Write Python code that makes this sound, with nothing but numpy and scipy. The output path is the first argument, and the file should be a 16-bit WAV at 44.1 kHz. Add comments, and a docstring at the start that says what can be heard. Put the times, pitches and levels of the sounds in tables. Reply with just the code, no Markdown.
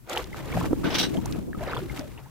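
"""A splash opens the scene: a wire scoop on a pole is jabbed through shallow water, stroke after stroke.
Each stroke is a swarm of tiny ringing bubbles over a noise wash, with crackling spray; larger bubbles
ring singly and drops tick on the surface. Partway through, the basket scrapes the gritty bottom: impulse
trains rasp and drive the resonant modes of its wires. Wind, made of lumpy filtered noise and short
low-pitched pops, rumbles on both microphone ports over a faint hiss. Open flat, no echo."""
import sys
import numpy as np
from scipy import signal
from scipy.fft import rfft, irfft, next_fast_len
from scipy.io import wavfile
from scipy.ndimage import map_coordinates

SR = 44100
rng = np.random.default_rng(int(sys.argv[2]) if len(sys.argv) > 2 else 0)


def transcribe(u):
    """Save the signal u as a 16-bit wav file named by the first command-line argument.

    u: samples, shape (n,) or (channels, n), limited to [-1, 1]; the rate is SR.
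    q: integer samples, one column per channel.
    """
    v = np.clip(np.atleast_2d(u).T, -1, 1)
    q = np.round(v * 32767).astype(np.int16)
    wavfile.write(sys.argv[1], SR, q)


N = 101430  # length [samples]

# wind rumble and flutter before port mixing and balance: (time [s], level [dB])
RUMBLE_LEVEL = [(0, -55), (.25, -41.5), (.45, -36), (.64, -33.5), (1.4, -35.5), (1.48, -41.5), (1.7, -34.5),
                (2.3, -46.5)]
FLUTTER_LEVEL = [(0, -60), (.25, -46), (.5, -38.5), (.59, -29), (.67, -31.5), (.83, -33), (.852, -21.5),
                 (.92, -35.5), (1.02, -24.5), (1.08, -33), (1.16, -25), (1.23, -35), (1.36, -32.5),
                 (1.65, -40.5), (2, -39), (2.3, -59)]
# wind colours: (frequency [Hz], relative level [dB])
RUMBLE_SPECTRUM = [(20, -13.5), (60, 2), (90, -3), (135, 0), (400, -42.5)]
FLUTTER_SPECTRUM = [(70, -37), (160, -5.5), (320, -3.5), (430, -14), (650, -23.5), (3000, -63)]
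# eddies popping on a port: (time [s], level before panning [dB], pitch [Hz], decay each side [s],
# left over right [dB])
POPS = [(0.632, -18.5, 81, 0.0028, 10), (0.6457, -21, 404, 0.00054, -19.5), (0.658, -27, 334, 0.0012, -17),
        (0.713, -24, 273, 0.0038, -17), (0.7323, -11, 303, 0.0033, -3), (0.8638, -16.5, 380, 0.0019, -2),
        (1.36, -28.5, 325, 0.004, -1), (1.578, -24.5, 187, 0.0047, -2), (1.996, -26, 287, 0.0037, 1)]
POP_BURST_DB = -7  # rough puff under each pop's tone
WIND_BALANCE_DB = 3  # left over right
PORT_OPPOSITION = 0.2  # share of the other port's flutter that is subtracted
# background hiss: (frequency [Hz], relative level [dB])
HISS_SPECTRUM = [(100, 8), (1000, 7), (4000, -3), (14000, 0.5)]
# likeness of the two ports: (frequency [Hz], correlation [0-1])
PORT_LIKENESS = [(600, 0.35), (3500, 0.49), (7000, 0.12), (14000, 0.025)]

# basket catching on the bottom: (time [s], hold [s], push level [dB], tilt [dB per octave])
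SCRAPES = [(0.842, 0.027, -37, -8.5), (0.905, 0.048, -37.5, -5), (0.945, 0.012, -27.5, -3),
           (0.984, 0.016, -25, 0.5), (1.01, 0.0064, -40.5, 5), (1.028, 0.0071, -30, -1)]
SCRAPE_RISE_S, SCRAPE_RELEASE_S = 0.0011, 0.019
# resonant modes of the wire basket: (frequency [Hz], relative level [dB])
WIRE_MODES = [(1513, -44), (2842, -47), (2995, -47), (3235, -47), (3467, -48), (3658, -47), (3774, -47),
              (3930, -43), (4393, -50), (5535, -44), (5900, -51), (8355, -55)]
WIRE_DB = -2.5  # ring relative to the rms of the pushes
WIRE_T60_S = 0.075
WIRE_FLEX = 0.0029  # share by which a wire's pitch wavers as it bends
# colour of the grit: (frequency [Hz], relative level [dB])
GRIT_SPECTRUM = [(300, -9), (1000, -7.5), (2700, 3.5), (3800, 4.5), (4300, 3), (6000, 4), (6800, -8.5),
                 (8300, -10), (12000, -13)]

# drops slapping the surface: (time [s], level before a 16.5 dB cut [dB], centre [Hz])
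DROPS = [(0.097, -15, 6600), (0.1323, -11.5, 3100), (0.2426, -19, 3550), (0.6027, -19.5, 8100),
         (1.3122, -22, 8850), (1.2584, -14, 6400), (1.325, -17.5, 3860), (1.976, -16, 2330),
         (1.994, -17.5, 5400)]
DROP_T60_S = 0.014
# single bubbles: (time [s], starting pitch [Hz], level before swelling and decay [dB], t60 [s],
# starting glide [octaves per s])
BUBBLES = [(.125, 332, -37, 0.51, 1.5), (.166, 777, -17.5, 0.023, 31), (0.1747, 3010, -1, 0.0033, -1),
           (.330, 2070, -29, 0.024, -1), (0.345, 1210, -14, 0.0046, -11), (.526, 2270, -23.5, 0.015, -7),
           (0.556, 173.8, -23, 0.27, 0.5), (.573, 680, -11, 0.016, 26), (0.6129, 1040, -15, 0.014, 0),
           (1.150, 601, -28.5, 0.13, 7), (1.170, 3180, -26.5, 0.015, -1), (1.173, 815, -31.5, 0.083, 8),
           (1.257, 760, -32, 0.068, 82.5), (1.293, 886, -34, 0.041, 49), (1.531, 1600, -24.5, 0.012, 37),
           (1.547, 1154, -32.5, 0.049, 14), (1.608, 643, -25.5, 0.14, -0.5), (1.673, 498, -22.5, 0.068, 8),
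           (1.7335, 1540, -14.5, 0.014, -100), (1.7658, 1146, -18, 0.016, -56),
           (1.770, 3400, -27.5, 0.025, 1.5), (1.815, 352, -28.5, 0.19, -0.5),
           (1.897, 2144, -30, 0.037, -3.5), (2.008, 600, -34.5, 0.19, -0.5), (2.177, 2550, -35.5, 0.02, 56),
           (2.26, 863, -48, 0.14, 14)]
BUBBLE_RISE_S = 0.00055
BRIEF_T60_S = 0.04  # bubbles that outlast this are jostled
LAG_S, LAG_SPREAD_S = 0.00006, 0.00017  # mean delay of the left port behind the right, and its scatter

# strokes through the water: (time [s], hold [s], rise [s], churn level [dB],
# spray level before sputter [dB])
STROKES = [(0.104, 0.1, 0.015, -33.5, -42), (0.38, 0.031, 0.044, -41.5, -48.5),
           (0.498, 0.04, 0.061, -40.5, -50), (0.543, 0.12, 0.023, -37, -45),
           (0.838, 0.21, 0.0026, -35, -48.5), (1.154, 0.018, 0.1, -59, -47), (1.246, 0.13, 0.017, -46, -73),
           (1.609, 0.11, 0.026, -40.5, -56), (1.672, 0.12, 0.013, -35.5, -57),
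           (1.984, 0.02, 0.078, -42.5, -47), (2.18, 0.0051, 0.0032, -46, -80)]
STROKE_RELEASE_S = 0.022
LAPPING_DB, FIZZ_DB = -53, -55.5  # water and (before sputter) fizz between strokes
# colours of the water: (frequency [Hz], relative level [dB])
CHURN_SPECTRUM = [(120, -55), (260, 1.5), (380, 4.5), (750, 0.5), (1300, -2), (2200, -8), (3300, -12),
                  (5000, -21), (9000, -51)]
SPRAY_SPECTRUM = [(1000, -5), (2500, -4), (4500, -10.5), (7000, -11), (10000, -17.5), (13000, -12),
                  (16000, -26)]
# uneven surging of water and grit, and the time shift that jostles a ringing bubble
SPUTTER_DB, SPUTTERS_PER_S, JOSTLE_S = 3.6, 100, 0.00028

TOP_HZ = 15900  # upper band limit


def amp(db):
    """Decibels to gain."""
    return 10 ** (np.asarray(db) / 20)


def unit(x):
    """Scale to rms 1."""
    return x / np.sqrt(np.mean(x ** 2) + 1e-20)


def filtered(x, response):
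    """Shape x by a gain curve over frequency."""
    size = next_fast_len(N + 8192)
    gain = response(np.fft.rfftfreq(size, 1 / SR))
    return irfft(rfft(x, size) * gain, size)[..., :N]


def over_log_hz(hz, knots_hz, values):
    """Read a curve between its knots, on a log frequency axis."""
    return np.interp(np.log(hz + 1), np.log(knots_hz), values)


def coloured(x, spectrum):
    """Colour x by a spectrum table, at rms 1."""
    knots_hz, db = np.transpose(spectrum)
    return unit(filtered(x, lambda hz: amp(over_log_hz(hz, knots_hz, db))))


def wobble(rate):
    """Smooth random curve with rate knots a second."""
    knots = rng.standard_normal(int(N * rate / SR) + 4)
    return map_coordinates(knots, [np.arange(N) * rate / SR])


def sputter():
    """Random surging gain of moving water."""
    return amp(SPUTTER_DB * wobble(SPUTTERS_PER_S))


def noise():
    """White noise, unrelated at the two ports."""
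    return rng.standard_normal((2, N))


def pair(x):
    """Mix two unrelated signals to left and right: partly alike in the mids, unrelated in the treble."""
    knots_hz, alike = np.transpose(PORT_LIKENESS)

    def mid_side_gains(hz):
        turn = np.arccos(np.clip(over_log_hz(hz, knots_hz, alike), -1, 1)) / 2
        return np.array([np.cos(turn), np.sin(turn)])

    mid, side = filtered(x, mid_side_gains)
    return np.array([mid + side, mid - side])


def panned(db):
    """Left and right gains, db apart."""
    return amp(np.array([[db], [-db]]) / 2)


def swell(s, hold, rise, release):
    """Exponential rise up to time s, hold, exponential release."""
    t = np.arange(N) / SR - s
    return np.exp(np.minimum(t, 0) / rise - np.maximum(t - hold, 0) / release)


def ringing(s, hz, gain, t60, glide, lag, rise, size=2000):
    """Damped gliding sines, one per entry, reaching the two ports lag apart."""
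    columns = (s, hz, gain, t60, glide, lag, rise)
    s, hz, gain, t60, glide, lag, rise = [np.reshape(v, (-1, 1)) for v in columns]
    at = (s * SR).astype(int) + np.arange(size)
    ports = []
    for side in (0.5, -0.5):
        t = np.maximum(at / SR - s - side * lag, 0)
        tone = np.sin(2 * np.pi * hz * t * (1 + np.log(2) * glide * t / 2))
        envelope = np.exp(-np.log(1000) * t / t60) * (1 - np.exp(-t / rise))
        wave = gain * tone * envelope
        ports.append(np.bincount(np.maximum(at, 0).ravel(), wave.ravel(), N)[:N])
    return np.array(ports)


def swarm(low_hz, high_hz, cycles, scatter_db, chirp, count, size):
    """Random small bubbles of equal mean energy per Hz, from sharp ticks to rising blips, at rms 1."""
    when, pitch, life, strength, place, depth = rng.random((count, 6)).T
    hz = low_hz * (high_hz / low_hz) ** pitch
    lasts = 2 / 20 ** life
    t60 = cycles * lasts / hz
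    gain = amp(-scatter_db * np.log(1 - 0.97 * strength)) * hz / np.sqrt(lasts)
    glide = 2 * depth * chirp / t60
    lag = LAG_S + LAG_SPREAD_S * (2 * place - 1)
    return unit(ringing(when * N / SR, hz, gain, t60, glide, lag, 0.5 / hz, size=size))


def grains(scatter_db, count):
    """Two trains of random impulses of scattered size and sign, at rms 1."""
    when, strength, sign = rng.random((count, 2, 3)).T
    gain = amp(-scatter_db * np.log(1 - 0.98 * strength)) * np.sign(sign - 0.5)
    trains = [np.bincount((w * N).astype(int), g, N) for w, g in zip(when, gain)]
    return unit(np.array(trains))


def hiss():
    """Faint steady noise at both ports."""
    return amp(-60.0) * coloured(noise(), HISS_SPECTRUM)


def buffet(level, spectrum, lumpy_db, rate):
    """Turbulence that swells in lumps, differently at each port."""
    lumps = amp(lumpy_db * np.array([wobble(rate), wobble(rate)]))
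    fader = amp(np.interp(np.arange(N) / SR, *np.transpose(level)))
    return fader * unit(lumps * coloured(noise(), spectrum))


def pops():
    """Single eddies on a port: a brief low tone with a rough puff of noise."""
    out = np.zeros((2, N))
    for s, db, hz, width, pan_db in POPS:
        t = np.arange(N) / SR - s
        puff = coloured(pair(noise()), [(2 * hz, 0), (10 * hz, -42)])
        body = np.sin(2 * np.pi * hz * t) + amp(POP_BURST_DB) * puff
        out += amp(db) * panned(pan_db) * np.exp(-np.abs(t / width)) * body
    return out


def wind():
    """Turbulence at the ports: a deep rumble, a higher flutter and popping eddies."""
    rumble = buffet(RUMBLE_LEVEL, RUMBLE_SPECTRUM, lumpy_db=3, rate=21)
    flutter = buffet(FLUTTER_LEVEL, FLUTTER_SPECTRUM, lumpy_db=3.0, rate=90)
    opposed = flutter - PORT_OPPOSITION * flutter[::-1]
    return panned(WIND_BALANCE_DB) * (rumble + opposed) + pops()


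def brightness(tilt, hz):
    """Gain of a catch's spectral tilt, pivoting at 3 kHz."""
    return amp(tilt * np.log2(np.clip(hz, 1000, 8000) / 3000))


def grit_rasp(pushes):
    """Dense impulses of grit along the basket, louder and brighter or duller with each catch."""
    rasp = np.zeros((2, N))
    for push, tilt in pushes:
        grit = coloured(pair(grains(scatter_db=1.0, count=16000)), GRIT_SPECTRUM)
        rasp += push * unit(filtered(grit, lambda hz: brightness(tilt, hz)))
    return amp(SPUTTER_DB / 2 * wobble(2 * SPUTTERS_PER_S)) * rasp


def wire_ring(pushes):
    """Noisy force of the catches excites damped wire modes, whose pitch wavers as the wires bend."""
    t = np.arange(SR // 3) / SR
    ring = np.zeros((2, N))
    for hz, db in WIRE_MODES:
        force = sum(push * brightness(tilt, hz) ** 2 for push, tilt in pushes)
        mode = np.exp(2j * np.pi * hz * t - np.log(1000) * t / WIRE_T60_S)
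        driven = signal.fftconvolve(force * noise(), mode[None], axes=1)[:, :N]
        bend = np.exp(2j * np.pi * hz * np.cumsum(WIRE_FLEX * wobble(61.2)) / SR)
        ring += amp(db) * unit((bend * driven).real)
    effort = np.sqrt(np.mean(sum(push for push, _ in pushes) ** 2))
    return amp(WIRE_DB) * unit(pair(ring)) * effort


def scrape():
    """Grit rasps along the basket in a few catches and sets its wires ringing."""
    pushes = []
    for s, hold, db, tilt in SCRAPES:
        push = amp(db) * swell(s, hold, SCRAPE_RISE_S, SCRAPE_RELEASE_S)
        pushes.append((push, tilt))
    return grit_rasp(pushes) + wire_ring(pushes)


def drops():
    """Each drop slaps the surface as a short broad tick of noise around its centre frequency."""
    out = np.zeros((2, N))
    for s, db, centre in DROPS:
        band = lambda hz: 1 / (1 + 6 * np.log((hz + 1) / centre) ** 2)
        tick = unit(filtered(pair(noise()), band))
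        out += amp(db - 16.5) * tick * swell(s, 0, 0.00062, DROP_T60_S / np.log(1000))
    return out


def plops():
    """Larger bubbles ring singly and glide; moving water jostles the lasting ones in pitch and strength."""
    s, hz, db, t60, glide = np.transpose(BUBBLES)

    def ring(k):
        return ringing(s[k], hz[k], amp(db[k]), t60[k], glide[k], LAG_S, BUBBLE_RISE_S, size=8000)

    lasting = t60 > BRIEF_T60_S
    at = np.arange(N)
    shaken = at + SR * JOSTLE_S * wobble(SPUTTERS_PER_S)
    gurgle = np.array([np.interp(shaken, at, x) for x in ring(lasting)])
    return ring(~lasting) + sputter() * gurgle


def water_level(column, between_db):
    """Power sum of all the strokes and the stirred water between them."""
    stirred = swell(0.1, 1.255, 0.012, 0.1) + swell(1.633, 0.4, 0.036, 0.3)
    power = (amp(between_db) * stirred) ** 2
    for stroke in STROKES:
        s, hold, rise = stroke[:3]
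        power = power + (amp(stroke[column]) * swell(s, hold, rise, STROKE_RELEASE_S)) ** 2
    return np.sqrt(power)


def water():
    """Each stroke churns up a swarm of bubbles over a wash, and throws a sputtering spray."""
    tiny = swarm(307.0, 5620, cycles=45.5, scatter_db=1.5, chirp=0.36, count=2800, size=2600)
    bubbles = coloured(tiny, CHURN_SPECTRUM)
    wash = coloured(pair(noise()), CHURN_SPECTRUM)
    churn = unit(bubbles + amp(-9.5) * sputter() * wash)
    specks = grains(scatter_db=3.5, count=1300) + amp(-1) * noise()
    spray = sputter() * coloured(pair(specks), SPRAY_SPECTRUM)
    return water_level(3, LAPPING_DB) * churn + water_level(4, FIZZ_DB) * spray


def scene():
    """Hiss and wind behind the basket, the drops, the bubbles and the strokes."""
    return hiss() + wind() + scrape() + drops() + plops() + water()


def record(dry):
    """Steep low-pass: the recorder passes next to nothing above its band limit."""
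    return filtered(dry, lambda hz: 1 / (1 + (hz / TOP_HZ) ** 120))


dry = scene()
out = record(dry)
transcribe(out)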